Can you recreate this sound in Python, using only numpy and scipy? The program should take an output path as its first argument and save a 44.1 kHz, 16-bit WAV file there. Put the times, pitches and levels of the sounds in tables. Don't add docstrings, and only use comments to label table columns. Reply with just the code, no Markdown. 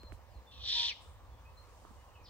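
import sys
import numpy as np
from scipy import signal
from scipy.fft import rfft, irfft
from scipy.io import wavfile
from scipy.ndimage import uniform_filter1d

SR = 44100
rng = np.random.default_rng(int(sys.argv[2]) if len(sys.argv) > 2 else 0)


def waveform_to_disk(signal):
    frames = np.transpose(np.atleast_2d(signal))
    scaled = np.clip(frames, -1, 1) * 32767
    samples = np.round(scaled).astype(np.int16)
    wavfile.write(sys.argv[1], SR, samples)


def ratio(d):
    e = np.asarray(d, float) / 20
    return 10 ** e


N = 101165
TIME_S = np.arange(N) / SR
HZ = np.fft.rfftfreq(N, 1 / SR)
EDGE_HZ = 15830
LEFT_LAG_S = -7e-5


def evened(x):
    return x / np.sqrt(np.mean(x ** 2) + 1e-20)


def read(points, hz):
    f, value = np.transpose(points)
    return np.interp(np.log(hz + 1), np.log(f + 1), value)


def along(rows, t):
    times, *columns = np.transpose(rows)
    return [np.interp(t, times, column) for column in columns]


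def add(mix, s, sound):
    at = round(s * SR)
    sound = sound[..., max(-at, 0):]
    part = mix[..., max(at, 0):][..., :sound.shape[-1]]
    part += sound[..., :part.shape[-1]]


def drift(size, seconds):
    taps = np.hanning(256) * np.exp(-(np.arange(-128, 128) / (seconds * SR)) ** 2)
    return evened(signal.oaconvolve(rng.standard_normal(size), taps, "same"))


def ports(x, pan_db, lag_s):
    left = ratio(pan_db / 2) * np.exp(-2j * np.pi * HZ * lag_s)
    right = ratio(-pan_db / 2)
    return irfft(rfft(x, N) * np.array([left, right]), N)


def scatter(x, t60, start):
    taps = np.zeros((2, SR))
    at = np.arange(start, SR - 20, 20)
    at = at + rng.integers(0, 20, (2, len(at)))
    np.put_along_axis(taps, at, rng.choice([-1., 1.], at.shape), 1)
    taps *= ratio(-60 * np.arange(SR) / SR / t60)
    return signal.fftconvolve(x, taps / np.linalg.norm(taps[0]), axes=1)[:, :N]


# (start_s, pitch_hz, hum_level_db)
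LOW_VOICE = [
    (.7, 945, -76),
    (.74, 960, -66),
    (.762, 955, -55),
    (.835, 942, -54.5),
    (.885, 936, -63),
    (.91, 935, -74),
]


def low_hum(low_hz, hum_db):
    turns = np.cumsum(low_hz + 6 * drift(N, 0.0033)) / SR
    hum = np.sqrt(2) * ratio(hum_db) * np.sin(2 * np.pi * turns)
    since_start, until_end = TIME_S - LOW_VOICE[0][0], LOW_VOICE[-1][0] - TIME_S
    return hum * np.clip(np.minimum(since_start, until_end) / 0.022, 0, 1)


# (start_s, pitch_hz, wobble_hz, rasp_share from 0 to 1)
HIGH_VOICE = [
    (.5, 3500, 300, .8),
    (.6, 3550, 250, .7),
    (.64, 3750, 220, .7),
    (.7, 3605, 190, .68),
    (.86, 3500, 200, .72),
    (.885, 3300, 140, .5),
    (.901, 2850, 80, .4),
    (.913, 2400, 60, .3),
    (.935, 2000, 60, .1),
]


def whistle(low_turns):
    high_hz, wobble_hz, rasp_share = along(HIGH_VOICE, TIME_S)
    high = 2 * np.pi * np.cumsum(high_hz + wobble_hz * drift(N, .001)) / SR
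    low = 2 * np.pi * low_turns
    tone = np.cos(high) + ratio(-5) * np.cos(2 * high)
    tone += ratio(-12) * np.cos(high + low) + ratio(-24) * np.cos(high - low)
    tone = irfft(rfft(tone) / (1 + (HZ / 5900) ** 16), N)
    return evened(tone), np.clip(rasp_share, 0, 1)


# (pitch_hz, level_db per Hz)
BEAK = [(760, -56), (1300, -34.5), (2620, -19), (2960, -12), (3650, -5.5), (5800, -19.5), (6210, -32.5),
        (8970, -40), (10500, -84), (13600, -95), (22000, -120)]
# (pitch_hz, width_hz, lift_db)
THROAT = [(1900, 400, 5), (3050, 400, 5), (3600, 450, 5), (4300, 500, 2), (5170, 400, 9), (5750, 300, 2),
          (7300, 600, 4), (8800, 600, 4)]


def rasp(low_turns, effort_db):
    pulses = sum(np.cos(2 * np.pi * k * low_turns) for k in range(2, 11))
    puffs = np.exp(-(low_turns % 1) / .35) * rng.standard_normal(N)
    lift_db = sum(db / (1 + (2 * (HZ - f) / width) ** 2) for f, width, db in THROAT)
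    colour = ratio(read(BEAK, HZ) + lift_db)
    raw = rfft(evened(puffs) + ratio(-15) * evened(pulses)) * colour * (HZ > 1250)
    core = np.exp(-(2 * (HZ - 3450) / 1700) ** 4) + np.exp(-(2 * (HZ - 5650) / 500) ** 4)
    wings = ratio(np.minimum(.35 * (effort_db + 36), 0))
    rough = (irfft(raw * core, N) + wings * irfft(raw * (1 - core), N)) / np.std(irfft(raw, N))
    throb_db = .6 * drift(N, .0012)
    return rough * ratio(throb_db)


# (start_s, level_db)
EFFORT = [
    (.5, -78),
    (.522, -59),
    (.585, -58.5),
    (.64, -47),
    (.688, -36),
    (.8, -33),
    (.895, -36),
    (.927, -48),
    (.94, -76),
]
# (pitch_hz, left_minus_right_db)
OWL_PAN = [(950, 12.5), (1800, -2.5), (3000, 4), (4000, 1), (5500, 1.5), (6500, -11), (9000, -4.5)]


def owl():
    effort_db = along(EFFORT, TIME_S)[0]
    low_hz, hum_db = along(LOW_VOICE, TIME_S)
    low_turns = np.cumsum(low_hz * (1 + .03 * drift(N, .002))) / SR
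    clear, rasp_share = whistle(low_turns)
    rough = rasp(low_turns, effort_db)
    flutter_db = .8 * drift(N, .003)
    voice = np.sqrt(rasp_share) * rough + np.sqrt(1 - rasp_share) * clear * ratio(flutter_db)
    beat = np.cumsum(.35 * low_hz * (1 + .07 * drift(N, .003))) / SR
    voice = voice * ratio(3 * np.cos(2 * np.pi * beat))
    opening = np.clip((TIME_S - EFFORT[0][0]) / 0.013, 0, 1)
    closing = np.clip((EFFORT[-1][0] - TIME_S) / 0.0069, 0, 1)
    pan_db = read(OWL_PAN, HZ)
    cry = ports(ratio(effort_db) * opening * closing * voice, pan_db, LEFT_LAG_S)
    hum = ports(low_hum(low_hz, hum_db), pan_db, LEFT_LAG_S)
    twigs = ratio(-3) * scatter(cry, t60=.04, start=10)
    wood = ratio(-16) * scatter(cry + hum, t60=.5, start=800)
    return cry + hum + twigs + wood


# (start_s, length_s, first_hz, last_hz, level_db)
BIRDS = [(-.03, .061, 4200, 4170, -62), (.036, .05, 4190, 4110, -61), (.085, .06, 4120, 4020, -80),
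         (.28, .075, 5200, 4300, -79), (.345, .04, 4250, 4050, -72), (.466, .055, 3550, 3510, -65),
         (.51, .11, 2740, 2480, -70), (1.305, .06, 3480, 3300, -78), (1.37, .04, 3350, 3480, -79),
         (1.448, .055, 2490, 2590, -67), (1.568, .042, 4110, 4200, -63), (1.97, .07, 2900, 2950, -79),
         (1.97, .06, 2050, 2080, -79), (2.08, .035, 2850, 2800, -74), (2.135, .035, 3050, 2800, -70),
         (2.15, .04, 2650, 2500, -67), (2.195, .032, 2550, 2400, -71), (2.228, .016, 5950, 5800, -76),
         (2.238, .024, 5750, 4500, -63), (2.252, .022, 4750, 2950, -62), (2.263, .02, 4900, 2900, -64),
         (2.273, .02, 4700, 3000, -66), (2.257, .022, 5400, 3900, -68), (2.268, .025, 5400, 4000, -68),
         (2.25, .05, 4700, 4750, -69), (2.275, .025, 3150, 3000, -71)]


def birds():
    mix = np.zeros(N)
    for start, length, first_hz, last_hz, db in BIRDS:
        u = np.arange(0, length, 1 / SR) / length
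        glide = (u + .5 - .5 * np.cos(np.pi * u)) / 2
        turns = np.cumsum(first_hz + (last_hz - first_hz) * glide) / SR
        edge = np.clip(np.minimum(u, 1 - u) * length / 0.0062, 0, 1)
        add(mix, start, np.sqrt(2) * ratio(db - 2) * edge * np.sin(2 * np.pi * turns))
    unsteady = mix * ratio(1.5 * drift(N, .002))
    direct = ports(unsteady, np.full(len(HZ), .8), -3e-5)
    return direct + ratio(-1) * scatter(direct, t60=.22, start=300)


# (start_s, tick_db, tick_hz, thump_db, left_minus_right_db)
TICKS = [(.0105, -56, 9500, -70, 0), (.0335, -45, 6300, -45, 8), (.0338, -43, 1500, -60, 8),
         (.129, -58, 8500, -70, 0), (.142, -60, 5000, -70, 0), (.153, -62, 6500, -70, 0),
         (.1222, -33, 1500, -40, -18), (.352, -58, 4000, -60, 0), (1.672, -55, 7500, -65, 0),
         (1.8515, -37, 800, -52, -22), (1.908, -42, 300, -45, -18)]


def ticks():
    mix, t = np.zeros((2, N)), np.arange(3000) / SR
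    cycles = .7
    thump_hz = 657 * (0.26 + (1 - 0.26) * np.exp(-t / .004))
    thump = np.sin(2 * np.pi * np.cumsum(thump_hz) / SR)
    thump *= np.minimum(t / .002, 1) * np.exp(-t / .008)
    for s, tick_db, tick_hz, thump_db, pan_db in TICKS:
        u = t * tick_hz / cycles
        snap = -np.exp(-(2 * u - 2) ** 2) * np.cos(2 * np.pi * (tick_hz * t - cycles))
        sides = ratio(np.minimum([[pan_db], [-pan_db]], 0))
        tick = sides * ratio(tick_db) * snap + sides ** .7 * ratio(thump_db) * thump
        add(mix, s - cycles / tick_hz, tick)
    return mix


# (start_s, length_s, rise_share from 0 to 1)
RUSTLE_TIMES = [
    (1.0, .17, .08),
    (.12, .05, .1),
    (1.45, .75, .45),
]
# (centre_hz, width_hz, level_db)
RUSTLE_SOUNDS = [
    (8230, 4000, -70.5),
    (7000, 12000, -67.5),
    (6000, 9900, -69),
]


def rustles():
    mix = np.zeros((2, N))
    for (s, length, rise), (centre_hz, width, db) in zip(RUSTLE_TIMES, RUSTLE_SOUNDS):
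        u = np.arange(0, length, 1 / SR) / length
        grains = rng.standard_normal((2, SR))[:, :len(u)]
        grains = grains * ratio(drift(SR, 0.0012)[:len(u)])
        hz = np.fft.rfftfreq(len(u), 1 / SR)
        hiss = irfft(rfft(grains) * np.exp(-(2 * (hz - centre_hz) / width) ** 2), len(u))
        add(mix, s, ratio(db) * evened(hiss) * np.minimum(u / rise, 1) * (1 - u) ** 0.51)
    return mix


# (pitch_hz, likeness, 1 = identical)
SAME = [(40, .9), (130, .62), (300, .5), (700, .97), (1600, .6), (5000, 0), (15000, 0)]
# (pitch_hz, left_minus_right_db)
PAN = [(60, -2), (240, 0.5), (950, -2.5), (3770, 2.5), (15000, 4)]


def bed(shape, size, patchy_db):
    frames, hz = 4 * N // size + 5, np.fft.rfftfreq(size, 1 / SR)
    a, b, c, d, patches = rng.standard_normal((frames, size // 2 + 1, 5)).T
    patches = uniform_filter1d(patches, size=10, axis=0)
    patches = evened(uniform_filter1d(patches, size=12, axis=1))
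    same = np.clip(read(SAME, hz), -1, 1)[:, None]
    left = a + 1j * b
    right = same * left + np.sqrt(1 - same ** 2) * (c + 1j * d)
    lag = np.exp(-2j * np.pi * hz * LEFT_LAG_S + .3j)[:, None]
    z = np.array([left * lag, right])
    inside = (hz >= shape[0][0]) & (hz < EDGE_HZ)
    z *= ratio(read(shape, hz)[:, None] + patchy_db * patches) * inside[:, None]
    z *= ratio(np.array([[.5], [-.5]]) * read(PAN, hz))[:, :, None]
    x = signal.istft(z, nperseg=size, noverlap=size * 3 // 4)[1][:, :N]
    return x / np.sqrt(np.mean(x.mean(0) ** 2))


# (start_s, level_db)
DRONE = [(0, -58.5), (.13, -46.5), (.24, -59.5), (.38, -52), (.45, -64.5), (.6, -53), (.7, -55.5),
         (.95, -60.5), (1.06, -59), (1.12, -55), (1.25, -56), (1.6, -55.5), (1.8, -59), (1.93, -55),
         (2.0, -61), (2.15, -59), (2.29, -57)]
# (pitch_hz, level_db per Hz)
RUMBLE = [(15, -35), (27, -22.5), (42, -2.5), (62, 3.5), (97, -1), (125, -13.5), (150, -18.5), (250, -98)]
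ROAD = [(150, -5.5), (420, -9), (520, -1.5), (660, -8), (970, -2), (1170, -5), (1450, -15), (2100, -39.5),
        (3000, -101)]
AIR = [(940, -75), (1600, 4), (2300, -1), (3160, -2), (3370, -6), (3710, -4), (8950, -11.5), (11000, -19),
       (15700, -7)]


def background():
    rumble = ratio(along(DRONE, TIME_S)[0]) * bed(RUMBLE, size=4096, patchy_db=-0.45)
    road = ratio(-63.5) * bed(ROAD, size=1024, patchy_db=2.02)
    air = ratio(-73) * bed(AIR, size=512, patchy_db=1.2)
    return rumble + road + air


def scene():
    return background() + owl() + birds() + ticks() + rustles()


def top_cut(x):
    return signal.sosfilt(signal.butter(12, 15890, fs=SR, output="sos"), x)


def record(dry):
    mix = irfft(rfft(dry) * (HZ < EDGE_HZ), N)
    return top_cut(mix)


dry = scene()
out = record(dry)
waveform_to_disk(out)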